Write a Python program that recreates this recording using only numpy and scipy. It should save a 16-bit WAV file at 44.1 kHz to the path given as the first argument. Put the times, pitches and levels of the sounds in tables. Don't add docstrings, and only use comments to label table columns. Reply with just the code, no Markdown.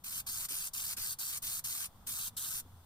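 import sys
import numpy as np
from scipy import signal
from scipy.fft import rfft, irfft, next_fast_len
from scipy.io import wavfile
from scipy.ndimage import uniform_filter1d, map_coordinates

SR = 44100
rng = np.random.default_rng(int(sys.argv[2]) if len(sys.argv) > 2 else 0)


def wrap_up_sound(samples):
    columns = np.atleast_2d(samples).T
    tamed = np.clip(columns, -1, 1)
    steps = np.round(tamed * 32767).astype(np.int16)
    wavfile.write(sys.argv[1], SR, steps)


N = 125685
T = np.arange(N) / SR

# f/Hz, level/dB
RUMBLE_SPECTRUM = [(20, 6), (35, -13.5), (50, 1.5), (75, 1.5), (120, 1.5), (180, -3), (260, -8.5),
                   (380, -30), (800, -16), (2000, -44)]
# t/s, level/dB
RUMBLE_SWELL = [(0, 0), (.25, 2.5), (.7, -2.5), (.95, 1), (1.28, -3), (1.45, 2), (1.75, -0.5), (2.05, 2.5),
                (2.33, -1.5), (2.48, 0.5), (2.66, 1.5), (2.85, -1.5)]
# f/Hz, level/dB
TYRE_SPECTRUM = [(200, -3), (450, -4), (750, 1.5), (1000, 4.5), (1350, -1), (1800, -11.5), (2400, -23),
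                 (5000, -37)]
# t/s, level/dB
TYRE_SWELL = [(1.5, 0), (2.1, 1.5), (2.6, 0.5)]
# t/s, firing rate f/Hz, level/dB
ENGINE = [(0, 79.2, -86), (.7, 78.9, -86), (.95, 86.5, -62), (1.2, 83, -85), (1.45, 92, -67),
          (1.75, 98.8, -110), (2.0, 106.1, -77), (2.33, 110.5, -61.5), (2.5, 97.7, -103),
          (2.68, 86.74, -58), (2.85, 84, -61)]
# t/s, level/dB, pitch f/Hz, t60/s
KNOCKS = [(0.214, -47, 62.6, 0.13), (.507, -44, 287, 0.068), (0.975, -51.5, 267, 0.073),
          (2.646, -52.5, 263, 0.093)]
# ratio to the pitch, level/dB
PANEL_MODES = [(1, 2), (1.17, -4), (1.4, -3.5), (1.62, -8), (1.9, -4.5)]
# f/Hz, level/dB
LEAK_SPECTRUM = [(800, -4), (2500, -6.5), (3300, -2), (3500, 3), (3750, -3.5), (5700, -6.5), (7300, -5),
                 (10000, -6), (12500, -3.5), (15600, -4)]
# f/Hz, level/dB
BED_COLOUR = [(3500, -0.5), (7000, -3)]
# f/Hz, level/dB
RASP_SPECTRUM = [(700, -20), (1500, -7), (2000, -2), (2450, 1), (3000, 1), (3600, 1), (4400, 0), (5200, -1),
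                 (7000, -8), (10000, -26)]
# t/s, extra path to the right port/m
GUN_SWING = [(.05, 0.053), (.18, 0.071), (.33, 0.071), (.43, 0.061), (.53, 0.053), (.63, 0.079),
             (.83, 0.076), (.93, 0.053), (1.01, .047), (1.12, 0.085), (1.27, 0.077), (1.36, 0.052),
             (1.46, 0.059), (1.57, 0.071), (1.69, 0.067), (1.79, 0.057), (2.08, 0.054), (2.26, 0.087),
             (2.42, 0.091), (2.6, 0.058)]
# t/s, resonance f/Hz, level over the rasp/dB
HOLLOW = [(.1, 4287, -8.5), (.65, 4944, -6), (1.15, 4566, -1), (1.3, 4390, -4.5), (1.8, 4118, -7.5),
          (2.2, 3845, -4.5), (2.45, 3910, -2.5), (2.6, 3810, -20)]
# f/Hz, level/dB
JET_SPECTRUM = [(300, -29), (600, -25.5), (1100, -8.5), (1600, -8), (2400, -38), (3300, -26), (4500, -6.5),
                (6500, 1), (9000, 2), (12500, 2.5), (14500, 1), (15700, -5.5)]
# opens t/s, closes t/s, change of level over the pull/dB
PULLS = [(0.041, 0.205, 3), (0.267, 0.458, 2), (0.488, 0.683, -1.5), (.736, 0.937, -1), (0.969, 1.136, 1),
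         (1.189, 1.38, -0.5), (1.423, 1.595, 1), (1.642, 1.863, -1.5), (2.069, 2.283, 1.5),
         (2.369, 2.602, 0)]
# f/Hz, likeness at the two ports (1 = identical)
ALIKE = [(250, 0.94), (500, 0.97), (800, 0.65), (1200, 0.49), (1800, 0.77), (2400, 0), (16000, 0.066)]
# f/Hz, left port over right/dB
PORT_TILT = [(300, 0.4), (1400, 1), (2400, 0), (3800, 2), (5600, -0.5), (7600, 4), (9000, -5), (15000, -5)]
# f/Hz, share reaching the other channel
BLEED = [(1200, 0.0096), (2300, 0.17), (3300, 0.2), (4600, 0.04), (6800, 0.23), (8000, 0.62), (9000, 1),
         (15000, 1)]
# t/s, level/dB
FADE_IN = [(0, -3), (.1, -3), (.19, 0)]

RUMBLE_DB, TYRES_DB, LEAK_DB = -60.5, -69, -66.5
JET_DB, RASP_DB = -39, -49.5
STEADY_PATCHY_DB, RASP_PATCHY_DB = 0.7, 2.8
ATTACK_S, SHUT_DB_PER_S = 0.0085, 1300
BED_T60_S, BED_DB = 0.072, -13
HOLLOW_WIDTH_HZ = 500
DIRECT_PATH_M = 0.07
SOUND_M_PER_S = 343
PORT_DELAY_S, TOP_HZ = 0.000219, 15900


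def amp(db):
    return 10 ** (np.asarray(db) / 20)


def unit(x):
    return x / np.sqrt(np.mean(x ** 2) + 1e-20)


def along(points, hz):
    f, value = np.transpose(points)
    return np.interp(np.log(hz + 1), np.log(f + 1), value)


def curves(rows):
    s, *columns = np.transpose(rows)
    return [np.interp(T, s, column) for column in columns]


def wobble(rate):
    knots = rng.standard_normal(int(N * rate / SR) + 4)
    return map_coordinates(knots, [T * rate])


def filtered(x, response):
    size = next_fast_len(N + SR // 4)
    hz = np.fft.rfftfreq(size, 1 / SR)
    return irfft(rfft(x, size) * response(hz), size)[..., :N]


def decay(t, t60):
    return np.exp(-np.log(1000) * t / t60)


def rush(spectrum, patchy_db):
    grid = signal.stft(rng.standard_normal((2, N)), nperseg=512)[2]
    field = rng.standard_normal(grid.shape[1:])
    for axis in (0, 1):
        field = uniform_filter1d(field, 4, axis=axis)
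    pair = signal.istft(grid * amp(patchy_db * unit(field)), nperseg=512)[1][:, :N]

    def mid_side(hz):
        turn = np.arccos(np.clip(along(ALIKE, hz), -1, 1)) / 2
        return amp(along(spectrum, hz)) * [np.cos(turn), np.sin(turn)]

    mid, side = filtered(pair, mid_side)
    return unit(np.array([mid + side, mid - side]))


def traffic():
    rumble_db, = curves(RUMBLE_SWELL)
    tyres_db, = curves(TYRE_SWELL)
    rumble = amp(RUMBLE_DB + rumble_db) * rush(RUMBLE_SPECTRUM, patchy_db=2.0)
    tyres = amp(TYRES_DB + tyres_db) * rush(TYRE_SPECTRUM, STEADY_PATCHY_DB)
    return rumble + tyres


def distant_engine(overtone_db=-20):
    hz, db = curves(ENGINE)
    phase = 2 * np.pi * np.cumsum(hz * (1 + 0.022 * wobble(25))) / SR
    orders = sum(amp(overtone_db * k) * np.sin((k + 1) * phase) for k in range(3))
    return unit(orders) * amp(db + 0.88 * wobble(27))


def knocks(rise_s=0.017):
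    out = np.zeros(N)
    for s, db, hz, t60 in KNOCKS:
        t = np.maximum(T - s, 0)
        ring = np.zeros(N)
        for ratio, mode_db in PANEL_MODES:
            ring += amp(mode_db) * np.sin(2 * np.pi * (hz * ratio * t + rng.random()))
        out += amp(db) * ring * (1 - np.exp(-t / rise_s)) * decay(t, t60)
    return out


def leak():
    return amp(LEAK_DB) * rush(LEAK_SPECTRUM, STEADY_PATCHY_DB)


def bed(x):
    t = np.arange(SR // 5) / SR
    tail = rng.standard_normal((2, len(t))) * decay(t, BED_T60_S)
    scatter = signal.fftconvolve(x, tail / np.linalg.norm(tail[0]), axes=1)[:, :N]
    return x + amp(BED_DB) * filtered(scatter, lambda hz: amp(along(BED_COLOUR, hz)))


def hollow():
    hz, db = curves(HOLLOW)
    narrow = filtered(rng.standard_normal((2, N)), lambda f: 1 / (1 + (f / HOLLOW_WIDTH_HZ) ** 2))
    phase = 2 * np.pi * np.cumsum(hz) / SR
    return amp(db) * unit(narrow[0] * np.cos(phase) + narrow[1] * np.sin(phase))


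def rasp(flutter_db=1.5, lift_db_per_s=-1):
    path, = curves(GUN_SWING)
    direct = np.clip(path / DIRECT_PATH_M, 0, 1) ** 2
    near = amp(lift_db_per_s * T)
    left = near * np.sqrt(direct) * rush(RASP_SPECTRUM, RASP_PATCHY_DB)[0] + hollow()
    right = map_coordinates(left, [(T - path / SOUND_M_PER_S) * SR])
    scattered = near * np.sqrt(1 - direct) * rush(RASP_SPECTRUM, RASP_PATCHY_DB)
    return (np.array([left, right]) + scattered) * amp(flutter_db * wobble(150))


def trigger_flow(puff=0.3, puff_s=0.004):
    flow = np.zeros(N)
    for opens, closes, change_db in PULLS:
        through = np.clip((T - opens) / (closes - opens), 0, 1) - 0.5
        opening = np.clip((T - opens) / ATTACK_S + 0.5, 0, 1)
        shutting = amp(-SHUT_DB_PER_S * np.maximum(T - closes, 0))
        burst = 1 + puff * np.exp(-np.abs(T - opens) / puff_s)
        flow += opening * shutting * burst * amp(change_db * through)
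    return flow


def spray(surge_db=0.3, sputter_db=1.09, spit_db=1.25):
    paint = amp(surge_db * wobble(70) + sputter_db * wobble(260) + spit_db * wobble(1200))
    jet = amp(JET_DB) * rush(JET_SPECTRUM, patchy_db=2.2)
    return trigger_flow() * paint * (jet + amp(RASP_DB) * rasp())


def scene():
    return traffic() + distant_engine() + knocks() + leak() + bed(spray())


def record(dry):
    def port_tone(hz):
        ratio = amp(along(PORT_TILT, hz))
        return np.array([ratio, np.ones_like(hz)]) * np.sqrt(2) / np.hypot(1, ratio)

    def share(hz):
        return np.clip(along(BLEED, hz), 0, 1)

    ports = filtered(dry, port_tone)
    crossed = filtered(ports[::-1], lambda hz: share(hz) * np.exp(-2j * np.pi * hz * PORT_DELAY_S))
    fade_db, = curves(FADE_IN)
    return filtered((ports + crossed) * amp(fade_db), lambda hz: (hz < TOP_HZ) / np.hypot(1, share(hz)))


dry = scene()
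out = record(dry)
wrap_up_sound(out)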